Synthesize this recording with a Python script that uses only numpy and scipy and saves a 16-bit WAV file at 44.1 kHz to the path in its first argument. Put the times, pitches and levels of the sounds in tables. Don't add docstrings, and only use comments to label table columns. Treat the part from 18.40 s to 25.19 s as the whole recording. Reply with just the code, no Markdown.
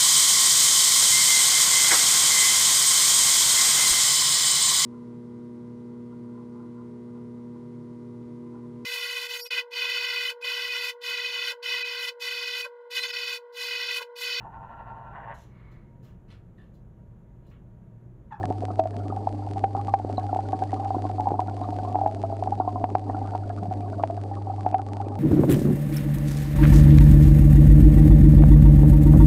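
import sys
import numpy as np
from scipy import signal
from scipy.fft import rfft, irfft
from scipy.io import wavfile
from scipy.ndimage import uniform_filter1d

SR = 44100
rng = np.random.default_rng(int(sys.argv[2]) if len(sys.argv) > 2 else 0)


def persist_wave(psi):
    counts = np.round(np.clip(psi, -1, 1) * 32767).astype(np.int16)
    wavfile.write(sys.argv[1], SR, np.atleast_2d(counts).T)


N = 299439
TIME = np.arange(N) / SR
LEAD_S = .006
AGE = np.arange(SR // 5) / SR - LEAD_S

# t/s, level/dB, f/Hz, t60/s, swell/s, push on the tank/dB, click/dB
PLOPS = [(0.0107, -25, 764.0, 0.062, 0.0003, -49, -42), (0.0393, -24.5, 830, 0.023, 0.00042, -20.5, -33),
         (0.1096, -29, 872, 0.066, 0.00028, -18.5, -62), (0.224, -26.0, 700, 0.05, 0.00079, -39, -38),
         (0.2849, -54, 1190, 0.22, 0.00035, -25.5, -36), (0.3048, -25.5, 700, 0.03, 0.0005, -44, -42),
         (0.3956, -14.5, 651, 0.2, 0.0021, -9.5, -9.5), (0.4578, -17, 652, 0.087, 0.0016, -21.5, -27),
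         (0.7264, -21, 777, 0.035, 0.0011, -45, -40), (0.7705, -22.5, 784, 0.097, 0.0014, -54, -43.0),
         (0.8073, -31, 764.0, 0.05, 0.0012, -40, -47), (0.8748, -13.5, 783, 0.015, 0.0011, -22.5, -33),
         (1.0728, -29, 786.0, 0.054, 0.00075, -48, -44), (1.162, -26, 794, 0.096, 0.00092, -42.0, -50.5),
         (1.1734, -24, 773, 0.071, 0.0019, -43, -47), (1.2418, -10, 778, 0.095, 0.0015, -52, -14),
         (1.351, -17, 780, 0.072, 0.00047, -35, -29.5), (1.3765, -24.5, 805, 0.22, 0.0003, -52, -55.0),
         (1.394, -28.5, 796, 0.074, 0.00081, -41, -49), (1.4835, -20.5, 790, 0.11, 0.0007, -37, -29.0),
         (1.5402, -6, 785, 0.076, 0.00078, -55, -9), (1.5999, -31, 844, 0.081, 0.0029, -20.5, -34),
         (1.6996, -31, 658, 0.023, 0.0008, -25, -33), (1.7821, -34, 1094, 0.1, 0.0029, -15.5, -34),
         (1.8421, -31.5, 802, 0.54, 0.0014, -29, -49), (1.8956, -32.5, 785, 0.074, 0.0027, -30, -42),
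         (1.9308, -32, 852, 0.22, 0.0025, -15.5, -43), (1.9628, -23.5, 769, 0.14, 0.00082, -17.5, -36.0),
         (1.9916, -16.5, 780, 0.042, 0.00087, -35, -33), (2.1326, -37, 1108, 0.13, 0.0032, -14.5, -40),
         (2.2237, -23, 766, 0.088, 0.0022, -19, -31), (2.3312, -18, 768.0, 0.12, 0.00064, -31, -30),
         (2.3629, -31, 773, 0.086, 0.00062, -44, -38), (2.3999, -23.0, 779, 0.21, 0.0013, -44, -45),
         (2.4274, -24, 800, 0.058, 0.00058, -39.0, -44), (2.4605, -22.5, 793, 0.13, 0.0036, -32, -70),
         (2.5064, -15.5, 766, 0.08, 0.00042, -47, -33), (2.5476, -29.0, 994.0, 0.057, 0.00047, -19, -63),
         (2.584, -29, 734, 0.19, 0.00032, -34, -31), (2.6427, -27, 746, 0.057, 0.00057, -33, -39),
         (2.6532, -36, 1070, 0.081, 0.0015, -19.5, -41), (2.7012, -32.5, 786, 0.024, 0.0031, -24, -43),
         (2.7836, -23.0, 755, 0.23, 0.00045, -49, -45), (2.7998, -19.5, 848, 0.1, 0.0014, -17.5, -46),
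         (2.8605, -21, 850, 0.045, 0.0016, -45, -50.0), (2.8725, -12.5, 794, 0.084, 0.00092, -30, -31),
         (2.8734, -24.5, 930, 0.14, 0.0011, -40, -50), (2.9069, -19, 815, 0.11, 0.00043, -26, -43),
         (2.9423, -25, 853, 0.05, 0.0008, -22.5, -53), (2.9947, -17, 962, 0.03, 0.0011, -13.5, -68),
         (3.0204, -26, 765, 0.04, 0.0024, -23.5, -46.0), (3.065, -29, 763, 0.08, 0.0008, -39, -44),
         (3.0835, -43, 920, 0.063, 0.00058, -24, -37), (3.2162, -41, 1052.0, 0.23, 0.001, -20, -46),
         (3.2887, -30, 886, 0.074, 0.00035, -26, -32), (3.3304, -46, 790, 0.24, 0.00034, -23.5, -40),
         (3.3884, -30, 590, 0.021, 0.00069, -26.5, -38), (3.4501, -36, 1040, 0.097, 0.001, -25, -37),
         (3.4799, -40, 750, 0.042, 0.00083, -39.0, -41), (3.4989, -33, 774, 0.041, 0.00053, -36, -44),
         (3.5475, -20, 795, 0.04, 0.00063, -30.0, -42), (3.5567, -19, 839, 0.092, 0.0012, -14.0, -23.5),
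         (3.5891, -19.5, 793, 0.056, 0.00055, -23.5, -46.0), (3.6163, -16, 784, 0.11, 0.0013, -20, -64),
         (3.638, -25.5, 649, 0.43, 0.0026, -24, -44), (3.6628, -16, 824, 0.14, 0.0011, -11, -19.5),
         (3.6823, -25, 660, 0.22, 0.0038, -34, -50), (3.722, -27.5, 651, 0.15, 0.0017, -44, -50.0),
         (3.766, -29.5, 695, 0.089, 0.0018, -44, -46), (3.8385, -18.5, 670, 0.098, 0.00031, -24, -35),
         (3.9026, -27.5, 676, 0.072, 0.0009, -32, -48), (3.9267, -25, 673, 0.12, 0.00058, -26, -57),
         (3.993, -31, 666, 0.055, 0.0019, -49, -48.0), (4.0267, -15, 737, 0.023, 0.00077, -38, -38),
         (4.0616, -29, 750, 0.05, 0.00077, -33, -37), (4.0752, -16, 772, 0.041, 0.00094, -36, -29),
         (4.1257, -16.5, 810, 0.081, 0.0019, -25, -44), (4.2023, -22.5, 870, 0.049, 0.0012, -11, -31),
         (4.2212, -31, 802, 0.04, 0.00079, -45, -39.0), (4.2514, -33, 910, 0.036, 0.00053, -24.5, -57),
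         (4.278, -28, 1050, 0.076, 0.0011, -14.5, -45), (4.3593, -27, 1023, 0.049, 0.00075, -22, -55),
         (4.3781, -31, 700, 0.042, 0.00094, -36, -54), (4.4151, -26.5, 690, 0.1, 0.00043, -41, -47),
         (4.4423, -21, 900, 0.02, 0.00078, -14.5, -17.5), (4.4922, -24.5, 770, 0.043, 0.00092, -42, -45),
         (4.5529, -12, 783, 0.036, 0.00038, -15, -11), (4.699, -17.5, 750, 0.018, 0.00053, -49, -35),
         (4.7329, -34, 735, 0.036, 0.00078, -41, -38), (4.7472, -37.5, 781, 0.38, 0.00044, -26, -34),
         (4.7808, -30, 760, 0.086, 0.0012, -41, -38), (4.8793, -33, 780, 0.05, 0.0009, -39.0, -31),
         (4.9374, -24.5, 770, 0.04, 0.00042, -32, -43), (4.9515, -24.5, 930, 0.06, 0.00041, -19, -28),
         (5.1028, -23.5, 714, 0.05, 0.0014, -42, -39), (5.2291, -29, 750, 0.048, 0.001, -40, -35),
         (5.257, -30, 717, 0.082, 0.0009, -33, -38), (5.3122, -24, 754, 0.085, 0.00068, -41, -41),
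         (5.3227, -30, 725, 0.025, 0.0023, -28, -41), (5.5309, -25, 700, 0.015, 0.00057, -41, -44),
         (5.598, -21, 675, 0.038, 0.00044, -55, -48), (5.6381, -11.5, 795, 0.016, 0.00087, -17.5, -14.5),
         (5.7014, -20, 667, 0.058, 0.00046, -36, -33), (5.7768, -27, 750, 0.044, 0.00079, -37, -36),
         (5.9153, -28.5, 795, 0.26, 0.0013, -35, -41), (6.0722, -26.0, 778, 0.07, 0.00058, -37, -45),
         (6.1017, -21, 771, 0.071, 0.0014, -48, -71), (6.2501, -31, 745, 0.058, 0.00064, -39, -43),
         (6.265, -21.5, 840, 0.072, 0.0021, -13.5, -20.5), (6.2812, -33, 695, 0.064, 0.0013, -43.5, -35),
         (6.3278, -33, 668, 0.1, 0.0004, -24, -31.5), (6.3457, -7.5, 767, 0.084, 0.0012, -35, -16.5),
         (6.3973, -21.5, 784, 0.054, 0.0023, -23.5, -33), (6.5708, -28.5, 785, 0.029, 0.0007, -44, -38),
         (6.6048, -20.5, 800, 0.042, 0.0015, -48, -44)]
# t/s, f/Hz
POCKET_PITCH = [(0, 734), (.4, 751), (.55, 696), (.8, 769), (1.05, 759), (1.4, 778), (1.7, 729), (2.2, 762),
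                (2.65, 735), (3.0, 746.5), (3.2, 732), (3.6, 741), (3.88, 799), (4.05, 751), (4.2, 749.6),
                (4.35, 724), (4.85, 766), (5.1, 708), (5.35, 740), (5.65, 662), (5.95, 789), (6.27, 744),
                (6.5, 781)]


def plops(bubble_db=-0.35, tank_db=-0.1, click_trim_db=-2.0):
    out, pushes = np.zeros(N), np.zeros(N)
    for s, db, hz, t60, swell_s, push_db, click_db in PLOPS:
        tone = gain_of(db + bubble_db) * ring(hz, t60, swell_s)
        add(out, s, tone + gain_of(click_trim_db) * click(click_db, hz, t60))
        pushes[round(s * SR)] += gain_of(push_db + tank_db)
    return out + tank(pushes)


def click(db, hz, t60, soft_db=-34, hard_db=-15, dull_hz=380, bright_hz=690, spike_s=.00005):
    hardness = np.clip((db - soft_db) / (hard_db - soft_db), 0, 1)
    tone_hz = dull_hz + (bright_hz - dull_hz) * hardness
    peak = (1 / (1 - 2j * np.pi * tone_hz * AGE) ** 2).real
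    swings_s = np.arange(4) / hz
    spikes = sum(gain_of(-200 * s / t60) * np.exp(-abs(AGE - s) / spike_s) for s in swings_s)
    high_ring = ring(hz=2600, t60=0.13 * t60, rise_s=0.00018)
    return gain_of(db) * (peak + hardness * (gain_of(-13) * spikes + gain_of(-32) * high_ring))


def tank(pushes):
    # f/Hz, level/dB, t60/s
    glass_modes = [(655, -21.5, 0.071), (826, -30.5, 0.099), (911, -23.5, 0.19), (437, -19.5, 0.015),
                   (301, -16, 0.072)]
    # level/dB, t60/s
    pocket_decays = [(-2.5, 0.069), (-21.5, 0.2)]
    glide = np.exp(2j * np.pi * np.cumsum(follow(POCKET_PITCH)) / SR)
    fade = sum(gain_of(db) * ring(0, t60, rise_s=0.001) for db, t60 in pocket_decays)
    glass = sum(gain_of(db) * ring(hz, t60, rise_s=0.0012) for hz, db, t60 in glass_modes)
    on_time = slice(round(LEAD_S * SR), round(LEAD_S * SR) + N)
    pocket = (glide * signal.oaconvolve(pushes / glide, fade)[on_time]).real
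    return pocket + signal.oaconvolve(pushes, glass)[on_time]


def pings(level_db=-3, cycles=66, within_s=0.0092, scatter_hz=130, spread_db=10, count=3):
    # t/s, level/dB, f/Hz
    clear_pings = [(0.0313, -35, 1740), (0.3062, -35, 1170), (0.532, -49, 1690), (.604, -41.5, 1390),
                   (.657, -43.5, 1180), (0.703, -37.5, 1237), (1.026, -48, 1290), (1.359, -38, 1160),
                   (1.397, -35, 1176), (1.485, -32, 1143), (1.7747, -43.5, 4030), (1.81, -46, 1560),
                   (1.894, -40, 1360), (2.056, -41, 1430), (2.136, -41, 1570), (2.223, -43, 1560),
                   (2.296, -49.5, 1937), (2.365, -34.5, 1050), (3.084, -39, 1400), (3.233, -51.5, 3840),
                   (3.242, -35, 1180), (3.387, -43, 1530), (3.476, -44, 1100), (4.19, -56, 4000),
                   (4.207, -32, 1147), (4.209, -40, 1375), (4.695, -48.5, 1780), (4.748, -37.5, 1384),
                   (4.816, -52, 1220), (4.856, -40, 1180), (4.889, -43, 1378), (4.938, -43, 1400),
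                   (5.037, -42, 1395), (5.099, -40.5, 1390), (5.102, -45, 1660), (5.177, -36.5, 1170),
                   (5.178, -45, 1426), (5.419, -57, 2380), (5.462, -38, 1087), (5.485, -47, 1550),
                   (5.533, -42, 1410), (5.598, -34.5, 1160), (5.778, -51, 1490), (5.938, -45.5, 1770),
                   (5.969, -39, 1120), (6.33, -50, 2480), (6.392, -34.5, 1310), (6.661, -54, 2454),
                   (6.721, -42, 1150)]
    out = np.zeros(N)
    for (s, db, hz), draws in zip(clear_pings, rng.random((len(clear_pings), count, 3))):
        t60 = cycles / hz
        add(out, s, gain_of(db + level_db) * ring(hz, t60))
        for delay, detune, weakness in draws:
            splinter = ring(hz + scatter_hz * (2 * detune - 1), t60 / 2)
            add(out, s + within_s * delay, gain_of(db + level_db - spread_db * weakness) * splinter)
    return echoes(out, level_db=-9.0, t60=0.059)


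def shed_bubbles(below_db=17, spread_db=9, low_hz=890, high_hz=1450, db_per_octave=-15, within_s=0.021):
    out = np.zeros(N)
    for (s, db, _, _, _, push_db, _), draws in zip(PLOPS, rng.random((len(PLOPS), 6, 3))):
        parent_db = min(max(db, push_db), -22)
        for delay, pitch, weakness in draws:
            hz = low_hz * (high_hz / low_hz) ** pitch
            level_db = parent_db - below_db + db_per_octave * np.log2(hz / low_hz) - spread_db * weakness
            add(out, s + within_s * delay, gain_of(level_db) * ring(hz, t60=0.018))
    return echoes(out, level_db=-20.5, t60=0.055)


def churn(swell_depth=0.79):
    # t/s, soft plops/dB, high bubbles/dB
    air_stream = [(0.0, -42.5, -64.5), (0.62, -45, -57.5), (1.0, -40.5, -79), (1.321, -40, -58),
                  (2.7, -39.5, -62.5), (3.57, -32.5, -67.5), (3.84, -51, -62.5), (4.369, -38.5, -66),
                  (4.88, -36, -53), (5.13, -48, -66.5), (5.45, -38, -63), (5.94, -49, -60.5),
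                  (6.18, -33.5, -66), (6.79, -36.5, -58)]
    soft = swarm(per_s=26, low_hz=.975 * follow(POCKET_PITCH), octaves=.11, level_db=-28.5,
                 spread_db=8.5, db_per_octave=4.5, cycles=57, tank_share=0.16)
    small = swarm(per_s=70, low_hz=849, octaves=.52, level_db=-42.5,
                  spread_db=14.5, db_per_octave=-17, cycles=92, tank_share=0.18)
    smaller = swarm(per_s=120, low_hz=1092, octaves=.7, level_db=-47,
                    spread_db=19, db_per_octave=-13.5, cycles=29, tank_share=0.6)
    tiny = swarm(per_s=25, low_hz=1700, octaves=1.5, level_db=-62,
                 spread_db=9, db_per_octave=-3, cycles=35, tank_share=0)
    low = soft + echoes(small, level_db=-7.5, t60=0.063)
    high = echoes(smaller + tiny, level_db=-0.5, t60=0.047)
    s, low_db, high_db = np.transpose(air_stream)
    low_swell = gain_of(swell_depth * np.interp(TIME, s, low_db - low_db.mean()))
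    high_swell = gain_of(swell_depth * np.interp(TIME, s, high_db - high_db.mean()))
    return low_swell * low + high_swell * high


def swarm(per_s, low_hz, octaves, level_db, spread_db, db_per_octave, cycles, tank_share):
    out, pushes = np.zeros(N), np.zeros(N)
    lowest_hz = low_hz * np.ones(N)
    for k, (late, pitch, weakness, sustain) in enumerate(rng.random((int(per_s * N / SR), 4))):
        s = (k + late) / per_s
        hz = lowest_hz[int(s * SR)] * 2 ** (octaves * pitch)
        height = gain_of(level_db + db_per_octave * octaves * pitch - spread_db * np.sqrt(weakness))
        t60 = cycles / hz * (.5 + sustain)
        add(out, s, height * ring(hz, t60, rise_s=1 / hz, size=int((LEAD_S + t60) * SR)))
        pushes[int(s * SR)] += height * tank_share
    return out + tank(pushes) if tank_share else out


def gulps(level_db=-1, delay_s=0.00354):
    # t/s, level/dB, f/Hz, t60/s
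    knocks = [(0.048, -21, 147, 0.031), (0.101, -13.5, 333, 0.0077), (.233, -16.5, 436, 0.011),
              (0.577, -23, 287, 0.028), (.698, -21, 314, 0.02), (1.153, -26, 151, 0.03),
              (1.238, -17.5, 465, 0.017), (1.35, -28, 151, 0.026), (1.646, -14, 337, 0.0047),
              (1.777, -17, 287, .021), (2.146, -23, 291, .04), (2.332, -22, 293, 0.078),
              (2.564, -14.5, 325, 0.024), (2.65, -24.5, 307, 0.09), (2.916, -13, 350, 0.0039),
              (3.287, -22.5, 299, 0.079), (3.538, -30, 288, 0.037), (4.198, -22.5, 288, 0.035),
              (4.437, -15.5, 286, .032), (4.744, -28, 310, 0.073), (5.055, -26, 296, 0.089),
              (5.219, -26.5, 183, .099), (5.281, -23.5, 183, .066), (6.665, -17, 343, 0.022)]
    out = np.zeros(N)
    for s, db, hz, t60 in knocks:
        add(out, s + delay_s, gain_of(db + level_db) * ring(hz, t60, rise_s=0.00044))
    return out


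def pump(mains_hz=49.988, flutter_db=1.06):
    # multiple of the mains frequency, level/dB
    partials = [(1, -52.5), (2, -32), (3, -82.5), (4, -56.5), (6, -49)]
    hum = sum(gain_of(db) * np.cos(2 * np.pi * (round(k) * mains_hz * TIME + rng.random()))
              for k, db in partials)
    return np.sqrt(2) * hum * gain_of(flutter_db * drift(rate_hz=27))


def water(wash_db=-39.5, stir_db=-46, surge_db=2.1, fizz_db=-0.53, flicker_db=2.5):
    # f/Hz, level/dB
    wash_colour = [(20, -16.5), (32, -2), (75, -10), (140, -1.5), (230, 1.5), (292, 8), (350, -1),
                   (415, 4.5), (480, -8.5), (530, -4), (640, -2), (742, -12.5), (900, -15.5), (1020, -25),
                   (1200, -38.5), (2200, -49.5)]
    # f/Hz, level/dB
    fizz_colour = [(500, 6.5), (1800, 2), (2800, -0.5), (3500, -2), (4100, -0.5), (4580, 3), (5200, -3.5),
                   (6000, -5.5), (7500, -7.5), (9900, -11), (10500, -14)]
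    # t/s, level/dB
    fizz_swell = [(0.0, -63.5), (0.34, -63.5), (2.55, -58), (2.99, -62), (3.27, -59), (4.23, -62),
                  (6.49, -63.5), (6.79, -68.5)]
    surge = gain_of(surge_db * drift(rate_hz=22))
    wash = gain_of(wash_db) * noise(wash_colour)
    stirred_tank = gain_of(stir_db) * unit_rms(tank(rng.standard_normal(N)))
    fizz = noise(fizz_colour) * gain_of(follow(fizz_swell) + fizz_db + flicker_db * drift(rate_hz=90))
    return (wash + stirred_tank) * surge + fizz


def ticks(sharp_db=0.7, weak_db=-36, spread_db=9, beat_hz=86.13, longest_gap=8, dull_hz=8000):
    # t/s, level/dB
    sharp_ticks = [(0.0326, -29), (0.0558, -20), (0.1024, -32), (0.1256, -31.0), (0.184, -33.5),
                   (0.2069, -31), (0.2534, -21.5), (0.358, -32.5), (0.439, -29), (0.4739, -28.5),
                   (0.5087, -31), (0.5668, -27), (0.6829, -29), (0.7641, -32), (0.8918, -30.5),
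                   (0.927, -32.0), (1.0893, -35), (1.1124, -28.5), (1.1355, -29.5), (1.1822, -28.0),
                   (1.1937, -28.5), (1.3678, -33), (1.4143, -30.5), (1.449, -31.5), (1.4723, -30.5),
                   (1.495, -31.5), (1.5897, -29), (1.6929, -36), (1.7278, -30), (1.7972, -31),
                   (1.8323, -36), (1.8671, -31), (1.9483, -27.5), (1.9718, -29.5), (2.007, -34),
                   (2.0882, -29), (2.1225, -29.5), (2.1918, -29.5), (2.2384, -25), (2.3081, -32.0),
                   (2.3196, -29), (2.3432, -27), (2.4477, -29.5), (2.4819, -33), (2.6218, -27.5),
                   (2.6681, -41), (2.6913, -33), (2.7147, -31), (2.8075, -26.5), (2.8887, -29),
                   (2.912, -33.0), (2.9584, -34), (3.0047, -22.5), (3.074, -33), (3.0978, -31.5),
                   (3.1675, -30), (3.214, -31.5), (3.2371, -35), (3.306, -30), (3.365, -30), (3.388, -28),
                   (3.4343, -39), (3.527, -32), (3.609, -33.5), (3.713, -30), (3.7247, -33.5), (3.748, -25),
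                   (3.8175, -30.0), (3.8293, -30.5), (3.9684, -32), (4.0381, -26.5), (4.1078, -33.0),
                   (4.1543, -31), (4.2933, -37), (4.5028, -33.5), (4.5838, -30), (4.5954, -30),
                   (4.7694, -34.5), (4.8741, -31.5), (4.9088, -32.5), (4.9555, -32.5), (4.9785, -32),
                   (5.0944, -31.5), (5.1642, -34), (5.234, -31.5), (5.3274, -31.5), (5.3383, -31.0),
                   (5.408, -32.0), (5.501, -33), (5.525, -42), (5.6287, -31), (5.6751, -27.5), (5.71, -32),
                   (5.768, -34.5), (5.8145, -32.5), (5.8377, -30.5), (5.9539, -31.5), (6.0235, -37),
                   (6.1628, -35), (6.209, -29), (6.2324, -33.5), (6.2902, -30), (6.314, -28), (6.3835, -28),
                   (6.418, -27.5), (6.4652, -31.5), (6.4878, -31.5), (6.5342, -24), (6.5691, -27.5),
                   (6.6156, -29.5), (6.6852, -30), (6.7549, -29.5)]
    out = np.zeros(N)
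    edge = .5 * np.sign(AGE) * np.exp(-abs(AGE) / 0.00059)
    for s, db in sharp_ticks:
        add(out, s, rng.choice([-1, 1]) * gain_of(db + sharp_db) * edge)
    gap, weakness, polarity = rng.random((int(beat_hz * N / SR), 3)).T
    times = sharp_ticks[0][0] + np.cumsum(1 + np.floor(longest_gap * gap)) / beat_hz
    heights = np.sign(polarity - .5) * gain_of(weak_db - spread_db * weakness)
    for s, height in zip(times, heights):
        add(out, s, height * edge)
    return smooth(out, lag_s=1 / (2 * np.pi * dull_hz))


def whine():
    # centre/Hz, line spacing/Hz, width/Hz
    clusters = [(8181.8, 60.6, 45), (4667, 30.3, 170)]
    cluster_levels = [-79.5, -80]
    out = np.zeros(N)
    for (centre, spacing, width), db in zip(clusters, cluster_levels):
        offsets_hz = spacing * (np.arange(-6, 6) + .5)
        lines = sum(np.cos(2 * np.pi * ((centre + hz) * TIME + rng.random())) / (1 + (hz / width) ** 2)
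                    for hz in offsets_hz)
        out += gain_of(db) * unit_rms(lines)
    return out


def echoes(x, level_db, t60, size=3000):
    t = np.arange(size) / SR
    taps = rng.standard_normal(size) * (t > .003) * gain_of(-60 * t / t60)
    return x + gain_of(level_db) * signal.oaconvolve(x, taps / np.linalg.norm(taps))[:N]


def ring(hz, t60, rise_s=.0009, size=None):
    age = AGE[:size]
    swell = .5 + .5 * np.tanh(age / rise_s + 1.6)
    return swell * gain_of(-60 * age / t60) * np.cos(2 * np.pi * hz * age)


def noise(points):
    hz, db = np.transpose(points)
    colour = gain_of(np.interp(np.log(np.fft.rfftfreq(N, 1 / SR) + 1), np.log(hz), db))
    return unit_rms(irfft(rfft(rng.standard_normal(N)) * colour, N))


def drift(rate_hz):
    hz = np.fft.rfftfreq(N, 1 / SR)
    return unit_rms(irfft(rfft(rng.standard_normal(N)) * np.exp(-(hz / rate_hz) ** 2), N))


def add(mix, s, sound):
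    start = round((s - LEAD_S) * SR)
    sound = sound[max(-start, 0):]
    part = mix[max(start, 0):][:len(sound)]
    part += sound[:len(part)]


def follow(curve):
    return np.interp(TIME, *np.transpose(curve))


def smooth(x, lag_s):
    pole = np.exp(-1 / (lag_s * SR))
    return signal.lfilter([1 - pole], [1, -pole], x)


def gain_of(db):
    return 10 ** (np.asarray(db) / 20)


def unit_rms(x):
    return x / np.sqrt(np.mean(x ** 2) + 1e-20)


def scene():
    bubbles = echoes(plops(), level_db=-16.5, t60=0.022) + pings() + shed_bubbles() + churn() + gulps()
    return (bubbles + water() + pump() + ticks() + whine())[None]


def record(dry, threshold_db=-22, squeeze=0.54, recovery_db_per_s=75, ceiling=.56, cutoff_hz=10120):
    power_db = 10 * np.log10(abs(uniform_filter1d(dry[0] ** 2, size=441)) + 1e-12)
    fall_db = TIME * recovery_db_per_s
    held_db = np.maximum.accumulate(power_db + fall_db) - fall_db
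    over_db = np.maximum(held_db - threshold_db, 0)
    ducked = dry / gain_of(squeeze * smooth(over_db, lag_s=0.014))
    rounded = ducked / (1 + (ducked / ceiling) ** 8) ** (1 / 8)
    low_pass = signal.firwin(201, cutoff_hz, window=("kaiser", 9), fs=SR)
    return signal.oaconvolve(rounded, low_pass[None], "same")


dry = scene()
out = record(dry)
persist_wave(out)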